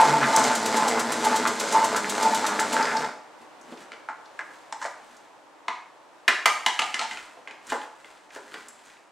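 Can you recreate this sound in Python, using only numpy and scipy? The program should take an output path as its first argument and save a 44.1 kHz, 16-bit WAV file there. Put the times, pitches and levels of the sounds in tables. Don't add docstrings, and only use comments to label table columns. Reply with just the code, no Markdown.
import sys
import numpy as np
from scipy import signal
from scipy.fft import rfft, irfft
from scipy.io import wavfile
from scipy.ndimage import uniform_filter1d

SR = 44100
rng = np.random.default_rng(int(sys.argv[2]) if len(sys.argv) > 2 else 0)


def master_out(mix):
    frames = np.transpose(np.atleast_2d(mix))
    ceiling = np.clip(frames, -1, 1)
    pcm = np.round(ceiling * 32767).astype(np.int16)
    wavfile.write(sys.argv[1], SR, pcm)


N = 401751
TIME = np.arange(N) / SR

# frequency in Hz, gain in dB.
AIR_COLOUR = [(25, -42), (80, -26), (150, -16.5), (240, -14), (305, -2.5), (370, -7), (520, -3),
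              (615, -0.5), (720, -1.5), (920, 1), (1300, -6), (2500, -15), (5000, -23), (8000, -26),
              (15500, -45.5)]
# frequency in Hz, gain in dB.
ECHO_SIDE = [(100, -9), (400, -18), (2000, -13), (4200, -14.5), (6500, -8.5), (8600, 1.5), (10500, 0.5),
             (13000, -8.5)]
AIR_SIDE = [(100, 5.5), (300, -1), (800, -8.5), (2000, -5), (6000, -5), (9000, -1.5), (14000, -2.5)]
AIR_DB = -56
ROOM_T60_S = 0.48
TOP_HZ = 15800

# start in seconds, tooth rattle in dB, rubbing hiss in dB, hum in dB.
CRANK_TURNS = [(0.008, -29, -32.5, -35.5), (0.359, -31, -30.5, -39), (0.765, -31, -36.5, -36),
               (1.245, -33, -35, -36.5), (1.722, -33.5, -35.5, -35.5), (2.225, -33, -34.5, -36.5),
               (2.726, -35.5, -43.5, -36)]
LAST_TURN_S, STOP_S, HALT_S = 0.94, 3.036, 0.12
BASKET_TURNS = 4
PUSH_PEAK = 0.072
RATTLE_PUSH_DB, HISS_PUSH_DB, HUM_PUSH_DB = 1.5, 2.5, -1.5
WOBBLE_PEAK = 0.039
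RATTLE_WOBBLE_DB, HISS_WOBBLE_DB = 0.86, 1

# time in seconds, teeth per second in Hz.
MESH_SPEED = [(0, 148.4), (0.24, 142.5), (0.4, 132), (0.56, 114.2), (0.8, 112), (1.25, 110), (1.6, 106.2),
              (2.0, 101.3), (2.28, 104.3), (2.57, 102.1), (2.9, 83.05), (3.1, 66.14)]
# frequency in Hz, gain in dB.
RATTLE_COLOUR = [(70, -35.5), (105, -15), (160, -7.5), (215, -2), (300, -3.5), (380, -6.5), (460, -1.5),
                 (700, 0.5), (1050, -1), (1500, -7.5), (2100, -4.5), (2700, -13), (5000, -15),
                 (15000, -39.5)]
RUB_COLOUR = [(1000, -18), (2500, 0.5), (4000, 3.5), (6000, 1.5), (7700, 3), (9500, -6.5), (12000, -14),
              (15500, -36)]
# frequency in Hz, width in Hz, gain in dB.
SPINNER_MODES = [(230, 45, 4.5), (321, 30, 3.5), (425, 90, 4.5), (620, 35, 0.5), (730, 60, -8),
                 (875, 59, 4), (1013, 70, -14), (1200, 215, -5.5), (1467, 160, 6), (2140, 140, -6)]
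# frequency in Hz, gain in dB.
HUM_RADIATION = [(80, -30), (108, -18), (145, -1.5), (172, -7), (220, -2), (265, -1.5), (325, -7.5),
                 (375, -9), (440, -11), (600, -14)]
HUM_SLOW_DB, CRUISE_HZ = 19, 103
TOOTH_SCATTER_DB, FIT_DB = 2.2, 1.4
BITE_SHARE = 0.45

# peak time in seconds, level in dB, half length to 1/e in seconds.
LID_SURGES = [(0.002, -11.5, 0.036), (0.063, -21.5, 0.0147), (0.143, -19, 0.019), (0.282, -22.5, 0.016),
              (0.36, -19.5, 0.036), (0.41, -21, 0.029), (0.505, -22, 0.02), (0.797, -20.5, 0.026),
              (0.876, -22, .02), (1.272, -15.5, 0.016), (1.337, -22, 0.025), (1.761, -16, 0.025),
              (1.829, -18.5, 0.02), (2.228, -22.5, 0.0093), (2.26, -17, 0.014), (2.334, -21, 0.015),
              (2.445, -24, 0.011), (2.613, -24.5, 0.019), (2.746, -28.5, 0.024), (2.806, -17, 0.013),
              (2.957, -22.5, 0.02), (3.047, -28, 0.018)]
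LID_HZ = 880
SONG_DB, GROWL_DB, GROWL_WIDTH_HZ = -2.5, -5.5, 690

# frequency in Hz, gain in dB.
BRUSH_COLOUR = [(1000, -22.5), (3000, -3), (5500, -3.5), (7500, 0.5), (9500, -8), (11000, -9.5),
                (13000, -18), (16000, -25)]
BRUSH_DB, BRUSH_LEAD_S = -12.5, 0.012
# time in seconds, level in dB, centre in Hz.
BASKET_SNAGS = [(0.0114, -12.5, 8050), (0.362, 1.5, 6950), (0.394, -11, 7500), (0.4387, -5.5, 6070),
                (2.826, -9, 5300), (2.853, -12, 4480), (2.968, -8.5, 4300), (3.045, -17, 4300)]
SNAG_DECAY_S = 0.0038

# time in seconds, peak in dB, pitch in Hz.
CRANK_CLACKS = [(0.188, -17, 1400), (0.498, -25, 1300), (0.977, -17, 1340), (1.33, -14, 1300),
                (1.454, -8.5, 1290), (1.947, -14, 1380), (2.045, -14, 1950), (2.444, -22, 1290),
                (2.593, -7, 1540), (2.767, -6.5, 1340), (2.789, -16, 1440), (2.855, -12, 1580),
                (3.026, -16, 1350), (3.046, -19, 1400)]
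CLACK_WIDTH_HZ = 560
# start in seconds, level in dB, pitch in Hz, length in seconds.
CRANK_SCRAPES = [(0.209, -22.5, 1500, 0.051), (0.494, -29, 1230, 0.045), (0.802, -30.5, 1200, 0.06),
                 (0.967, -28.5, 1289, 0.033), (1.449, -25, 1170, 0.03), (1.939, -30, 1210, 0.054),
                 (2.44, -26, 1165, 0.024), (2.48, -31.5, 1107, 0.078), (2.783, -28, 1390, 0.05),
                 (2.85, -29.5, 1490, 0.086)]
SLIP_HZ, SLIP_SCATTER_DB = 330, 3.5

# peak time in seconds, decay to 1/e on either side in seconds, rustle in dB, rumble in dB.
HAND_SLIDES = [(3.42, 0.019, -53, -58), (3.717, 0.064, -53, -50.5), (3.816, 0.026, -49, -52),
               (4.55, 0.18, -57.5, -80), (4.85, 0.059, -48.5, -79.5), (5.088, 0.19, -58.5, -67),
               (6.853, 0.24, -47, -61), (7.123, 0.14, -47, -63), (7.716, 0.031, -37, -51),
               (7.83, .03, -49.5, -71.5), (8.084, 0.15, -56, -78), (8.357, 0.024, -45.5, -60),
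               (8.555, 0.133, -49, -59), (8.88, 0.091, -53.5, -68)]
# frequency in Hz, gain in dB.
LEAF_COLOUR = [(500, -4.5), (1000, 7.5), (1700, 10.5), (2500, 4.5), (3500, 3), (5500, -1.5), (8000, -0.5),
               (10500, -9.5), (15000, -21)]
# time in seconds, level in dB, centre in Hz.
LEAF_TICKS = [(3.6116, -38.5, 6500), (3.7735, -28, 2400), (4.256, -34.5, 4090), (5.1664, -37.5, 6130),
              (7.668, -32, 6580), (8.1693, -40, 3000), (8.304, -30, 1970), (8.3458, -38, 7200),
              (8.684, -29.5, 7550), (8.79, -40, 2400), (8.855, -40, 7300), (8.9, -35, 2450),
              (8.968, -39, 2510)]

# time in seconds, part, note of the struck spot in Hz, level in dB,
# brightness in dB, contact decay in seconds, second note in Hz, its level against the first in dB.
BLOWS = [(3.721, "bowl", 235, -54.5, 2, .012, 189, -16),
         (3.918, "bowl", 1382, -50.5, 8.5, 0.0017, 2250, -11),
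         (4.087, "lid", 870, -41, -15, 0.00077, 1420, -1.5),
         (4.391, "lid", 1676, -37, -14.5, 0.0017, 2040, -7),
         (4.724, "lid", 873, -41, 1.5, 0.0026, 4280, -27), (4.815, "lid", 980, -47, 1, 0.0054, 1490, -6),
         (4.824, "lid", 1720, -44, 2, 0.01, 955, -0.5), (4.841, "lid", 1070, -49, 3.5, .006, 1630, -11),
         (4.85, "lid", 1060, -43, -8, 0.0032, 604, -0.5), (4.857, "lid", 760, -43, 0, .007, 1580, -7),
         (5.681, "lid on counter", 975, -36, -9.5, 0.0034, 1200, -5.5),
         (6.2789, "lid on counter", 1774, -23, -5.5, 0.0069, 2870, -14),
         (6.4567, "lid on counter", 1230, -24.5, 1, 0.0043, 2470, -8.5),
         (6.662, "lid on counter", 1009, -31, 3, 0.0028, 3010, -2.5),
         (6.791, "lid on counter", 1220, -33, 1, 0.0064, 2780, -2.5),
         (6.818, "lid on counter", 780, -37, -2, 0.0048, 2860, -4),
         (6.942, "lid on counter", 2860, -37, 2.5, 0.0031, 2030, -8),
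         (6.992, "lid on counter", 1260, -38, 2.5, 0.003, 2050, -6),
         (7.012, "lid on counter", 870, -37.5, -0.5, 0.021, 2060, -9),
         (7.111, "lid on counter", 2050, -45, -1, 0.0011, 2970, -8),
         (7.172, "lid on counter", 1420, -49.5, -2, .002, 2600, -3),
         (7.37, "bowl", 700, -58, -12, .02, 484, -5), (7.474, "bowl", 1080, -53, 10, 0.0026, 2150, 4.5),
         (7.509, "bowl", 1100, -56.5, 13, .002, 2450, 0), (7.7, "bowl", 1650, -50, 16, 0.0079, 7420, -1.5),
         (7.72, "bowl", 838, -33.5, -19, 0.0035, 1560, -8.5), (7.732, "bowl", 475, -46, -8, 0.004, 860, -3),
         (7.816, "bowl", 2420, -58, 5, .004, 3170, 1), (8.045, "bowl", 2120, -57.5, -2, 0.0019, 2760, -10),
         (8.362, "bowl", 464, -52, -13, 0.0071, 1570, -1),
         (8.519, "bowl", 1436, -58, 0.5, .002, 2900, -8.5), (8.54, "bowl", 1148, -49, 9, .003, 440, -8)]
PART_BALANCE = {"bowl": (-7, -6.5, -22), "lid": (-22.5, -13, -9), "lid on counter": (-18.5, -2, -8)}
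REGISTERS_HZ = [150, 600, 1150, 2300, 4700, 18000]
# frequency in Hz, width in Hz, gain in dB.
LID_MODES = [(287, 150, 5), (463, 91, 0), (717, 170, 1), (873, 95, 11), (1070, 84, 7), (1290, 200, 0.5),
             (1650, 480, 6), (2050, 450, 0.5), (2960, 370, 3.5), (3720, 590, -2), (5330, 650, -5),
             (6960, 1500, -5)]
BOWL_MODES = [(305, 50, 9.5), (463, 80, 7.5), (860, 90, 11), (1060, 88, -12), (1560, 200, 9),
              (2150, 250, -4), (2930, 540, 0)]
# frequency in Hz, gain in dB.
PLASTIC_COLOUR = [(80, -27), (150, -31), (220, -6), (300, -4.5), (400, -5), (620, -1.5), (900, -0.5),
                  (1400, 0), (2800, -1.5), (4500, -7.5), (6000, -7), (7800, -7.5), (10000, -11.5),
                  (15500, -16)]
LEAN_DB_PER_OCTAVE, LEAN_HZ, LEAN_MAX_DB = 27, 1050, 13.5
NOTE_DB = 4.5
SECOND_WIDTH = 0.11


def undb(db):
    return 10 ** (np.asarray(db) / 20)


def unit(x):
    return x / np.sqrt(np.mean(x ** 2))


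def curves(table):
    s, *columns = np.transpose(table)
    return [np.interp(TIME, s, c) for c in columns]


def add(track, s, sound):
    start = max(int(s * SR), 0)
    track[start:start + len(sound)] += sound[:N - start]


def band(x, lo_hz, hi_hz):
    edges_hz = [lo_hz, min(hi_hz, 0.48 * SR)]
    return signal.sosfilt(signal.butter(4, edges_hz, "band", fs=SR, output="sos"), x)


def resonate(x, hz, width_hz):
    return signal.lfilter(*signal.iirpeak(hz, hz / width_hz, fs=SR), x + 1e-18)


def colour(x, points, size=4096):
    hz, db = np.transpose(points)
    log_hz = np.log(np.fft.rfftfreq(size, 1 / SR) + 1)
    gain = undb(np.interp(log_hz, np.log(hz), db))
    cepstrum = irfft(np.log(gain))[:size // 2]
    cepstrum[1:] *= 2
    response = irfft(np.exp(rfft(cepstrum, size)))[:size // 2]
    return signal.fftconvolve(x, response)[:len(x)]


def walk(rate):
    k = int(SR / rate)
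    steps = np.repeat(rng.standard_normal(N // k + 1), k)
    return unit(uniform_filter1d(steps, k)[:N])


def grains(rate, spread_db):
    hits = rng.random(N) < rate / SR
    return hits * rng.standard_normal(N) * undb(spread_db * rng.standard_normal(N))


def contact(decay_s, rise_s=0.00047, size=4096):
    t = TIME[:size]
    envelope = (1 - np.exp(-t / rise_s)) * np.exp(-t / max(decay_s, 1e-4))
    return rng.choice([-1., 1.], size) * envelope


def shell(x, modes, plain_db):
    return undb(plain_db) * x + sum(undb(db) * resonate(x, hz, width) for hz, width, db in modes)


def tick(hz, decay_s):
    touch = contact(decay_s)
    ring = resonate(resonate(touch, hz, 0.5 * hz), hz, 0.5 * hz)
    return ring + undb(-16) * band(touch, 300, 6000)


def stereo(mid, side, side_colour):
    side = colour(side, side_colour)
    return np.array([mid + side, mid - side])


def room_tone():
    mid, side = (unit(colour(rng.standard_normal(N), AIR_COLOUR)) for _ in range(2))
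    ease_db = np.interp(TIME, [3.4, 4.5, 5.5, 7.5, 9], [6.0, 5.5, 2.5, 3.5, -0.5])
    return stereo(mid, side, AIR_SIDE) * undb(AIR_DB + ease_db + 0.24 * walk(3.24))


def kitchen(x):
    t = TIME[:SR * 3 // 4]
    early = (t > 0.001) * np.exp(-t / 0.011)
    late = (1 - np.exp(-t / 0.0057)) * np.exp(-np.log(1000) * t / ROOM_T60_S)
    tail_colour = [(150, -8.5), (500, 1.0), (1200, 1.5), (3000, -3.5), (7500, -2.5), (15000, -14.0)]
    echoes = []
    for _ in range(2):
        near = unit(early * rng.standard_normal(len(t))) * undb(-10)
        far = colour(unit(late * rng.standard_normal(len(t))), tail_colour)
        echoes.append(signal.fftconvolve(x, (near + far) / np.sqrt(len(t)))[:N])
    return stereo(*echoes, ECHO_SIDE)


def crank_turns():
    starts = np.array(CRANK_TURNS)[:, 0]
    return starts, np.append(np.diff(starts), LAST_TURN_S)


def drive():
    starts, lengths = crank_turns()
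    turn = sum(np.clip((TIME - s) / length, 0, 1) for s, length in zip(starts, lengths))
    levels = np.array(CRANK_TURNS)[:, 1:4]
    rattle_db, hiss_db, hum_db = curves(np.column_stack([starts + 0.39 * lengths, levels]))
    press = np.cos(2 * np.pi * (turn - PUSH_PEAK))
    wobble = np.cos(2 * np.pi * (BASKET_TURNS * turn - WOBBLE_PEAK))
    rattle_db = rattle_db + RATTLE_PUSH_DB * press + RATTLE_WOBBLE_DB * wobble
    hiss_db = hiss_db + HISS_PUSH_DB * press + HISS_WOBBLE_DB * wobble
    return rattle_db, hiss_db, hum_db + HUM_PUSH_DB * press


def gears():
    mesh_hz, = curves(MESH_SPEED)
    rattle_db, hiss_db, hum_db = drive()
    hum_db = hum_db + HUM_SLOW_DB * np.minimum(np.log2(mesh_hz / CRUISE_HZ), 0)
    teeth = np.cumsum(mesh_hz * (1 + 0.02 * walk(45))) / SR
    tooth_force = undb(TOOTH_SCATTER_DB * rng.standard_normal(int(teeth[-1]) + 1))
    force = tooth_force[teeth.astype(int)]
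    strikes = np.diff(np.floor(teeth + 0.1557 * walk(150)), prepend=0) * force
    bite = np.exp(-(teeth % 1) / BITE_SHARE) * force
    chatter = unit(strikes) * undb(-4.5) + unit(bite * grains(rate=4000, spread_db=1.4))
    rattle = unit(colour(shell(chatter, SPINNER_MODES, plain_db=2.5), RATTLE_COLOUR))
    rattle = rattle * undb(rattle_db + 3.5 + FIT_DB * walk(29.99))
    hum_hz, response_db = np.transpose(HUM_RADIATION)
    hum = np.zeros(N)
    for k in range(1, 5):
        harmonic_db = np.interp(k * mesh_hz, hum_hz, response_db) + 3 * walk(28)
        hum += undb(harmonic_db) * np.sin(2 * np.pi * k * teeth)
    rub = unit(grains(rate=6500, spread_db=0.0) * (1 + 0.3 * bite))
    hiss = unit(colour(rub, RUB_COLOUR)) * undb(hiss_db - 1.5)
    turning = np.interp(TIME, [STOP_S, STOP_S + HALT_S], [1, 0])
    return band(rattle + hum * undb(hum_db + 1) + hiss, 96, 20000) * turning


def surges():
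    swells = []
    for s, db, half_s in LID_SURGES:
        swells.append(undb(db) * np.exp(-np.minimum(((TIME - s) / half_s) ** 2, 20)))
    return np.max(swells, axis=0)


def lid_song():
    effort = surges()
    mesh_hz, = curves(MESH_SPEED)
    waver = 1 + 0.005 * walk(25) + 0.011 * walk(110) + 0.024 * walk(420)
    phase = 2 * np.pi * np.cumsum(LID_HZ * waver) / SR
    teeth = np.cumsum(mesh_hz * (1 + 0.1 * walk(60))) / SR
    rough_db = 1.5 * walk(200) + 2.5 * np.sin(2 * np.pi * teeth)
    noise = resonate(rng.standard_normal(N), LID_HZ, GROWL_WIDTH_HZ)
    growl = unit(resonate(noise, LID_HZ, GROWL_WIDTH_HZ))
    tone = np.sqrt(2) * np.sin(phase) * effort * undb(SONG_DB)
    growl = growl * uniform_filter1d(effort, size=3000) * undb(GROWL_DB)
    return (tone + growl) * undb(rough_db)


def brushes():
    starts, _ = crank_turns()
    track = np.zeros(N)
    for turn in np.arange(1, BASKET_TURNS * (len(starts) - 1) + 1) / BASKET_TURNS:
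        s = np.interp(turn, np.arange(len(starts)), starts) - BRUSH_LEAD_S * np.sin(np.pi * turn) ** 2
        if turn >= 3 / 2:
            gain = undb(BRUSH_DB + 0.39 * rng.standard_normal())
            add(track, s, gain * contact(0.011, rise_s=0.0027))
    track = colour(track * (1 + 0.056 * walk(760)), BRUSH_COLOUR)
    for s, db, hz in BASKET_SNAGS:
        add(track, s, undb(db) * tick(hz, SNAG_DECAY_S))
    return track


def clacks():
    track = np.zeros(N)
    for s, db, hz in CRANK_CLACKS:
        blow = signal.unit_impulse(2048) + 0.05 * contact(0.003, size=2048)
        tap = resonate(resonate(blow, hz, CLACK_WIDTH_HZ), hz, hz)
        add(track, s, undb(db) * tap / np.abs(tap).max())
    return track


def slips(size):
    drift = np.repeat(rng.standard_normal(size // 128 + 1), 128)[:size]
    cycles = np.cumsum(SLIP_HZ * np.exp(0.5 * drift)) / SR
    jerks = np.diff(np.floor(cycles), prepend=-1) * undb(SLIP_SCATTER_DB * rng.standard_normal(size))
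    return jerks * rng.choice([-1., 1.], size)


def scrapes():
    track = np.zeros(N)
    for s, db, hz, length_s in CRANK_SCRAPES:
        swell = signal.windows.tukey(int(length_s * SR), 0.4)
        jerks = unit(slips(len(swell))) + undb(-7) * rng.standard_normal(len(swell))
        rasp = resonate(resonate(jerks, hz, 760), hz, 1200)
        add(track, s, undb(db) * unit(rasp * swell))
    return track


def handling():
    rustling, rumbling = np.zeros(N), np.zeros(N)
    for s, decay_s, rustle_db, rumble_db in HAND_SLIDES:
        swell = np.exp(-np.abs(TIME - s) / decay_s)
        rustling = np.maximum(rustling, undb(rustle_db) * swell)
        rumbling = np.maximum(rumbling, undb(rumble_db) * swell)
    crackle = grains(rate=1800, spread_db=2.5)
    rustle = unit(colour(crackle, LEAF_COLOUR)) * rustling
    rumble = unit(band(rng.standard_normal(N), 179, 414.0)) * rumbling
    ticks = np.zeros(N)
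    for s, db, hz in LEAF_TICKS:
        add(ticks, s, undb(db) * tick(hz, 0.0053))
    return rustle + rumble + ticks


def registers(part, hz, db, bright_db):
    thud_db, snap_db, tick_db = PART_BALANCE[part]
    lean_db = np.clip(LEAN_DB_PER_OCTAVE * np.log2(hz / LEAN_HZ), -LEAN_MAX_DB, LEAN_MAX_DB)
    deep_db = np.clip(LEAN_DB_PER_OCTAVE * np.log2(REGISTERS_HZ[1] / hz), 0, LEAN_MAX_DB)
    body_db, clack_db = min(-lean_db, 0), min(lean_db, 0)
    return db + np.array([thud_db + deep_db, body_db, clack_db,
                          snap_db + bright_db / 2, tick_db + bright_db])


def knocks(struck_part):
    modes = BOWL_MODES if struck_part == "bowl" else LID_MODES
    track = np.zeros(N)
    for s, part, hz, level_db, bright_db, contact_s, second_hz, second_db in BLOWS:
        if part != struck_part:
            continue
        levels_db = registers(part, hz, level_db, bright_db)
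        push = contact(contact_s, rise_s=0.001)
        buzz_swing = undb(5 * np.repeat(rng.standard_normal(64), 64))
        push = push + undb(-19) * contact(0.018, rise_s=0.004) * buzz_swing
        top_hz = np.interp(max(levels_db), [-38, -24], [8500, 14000])
        wall = unit(band(colour(shell(push, modes, plain_db=0), PLASTIC_COLOUR), 55, top_hz))
        impulse = signal.unit_impulse(len(push))
        note = resonate(impulse + 0.035 * push, hz, 65 + 0.03 * hz)
        for lo_hz, hi_hz, db in zip(REGISTERS_HZ, REGISTERS_HZ[1:], levels_db):
            ringing = unit(band(wall, lo_hz, hi_hz))
            if lo_hz <= hz < hi_hz:
                ringing = ringing + undb(NOTE_DB) * unit(band(note, lo_hz, hi_hz))
            add(track, s, undb(db - 1.5) * unit(ringing))
        second = resonate(impulse + 0.03 * push, second_hz, SECOND_WIDTH * second_hz)
        second = unit(band(second, 0.68 * second_hz, 1.42 * second_hz))
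        add(track, s, undb(level_db + second_db) * second)
    return track


def scene():
    spinning = gears() + brushes() + scrapes() + clacks()
    song = lid_song()
    lifting = knocks("lid") * undb(0.5)
    unpacking = knocks("lid on counter") + knocks("bowl") + handling()
    echoes = kitchen(undb(-3.5) * spinning + undb(-8.0) * song + undb(-3.0) * lifting + unpacking)
    return spinning * undb(-2.0) + song + lifting + unpacking + echoes + room_tone()


def record(dry):
    low_pass = signal.ellip(8, 0.2, 70, TOP_HZ, fs=SR, output="sos")
    return signal.sosfilt(low_pass, np.tanh(dry))


dry = scene()
out = record(dry)
master_out(out)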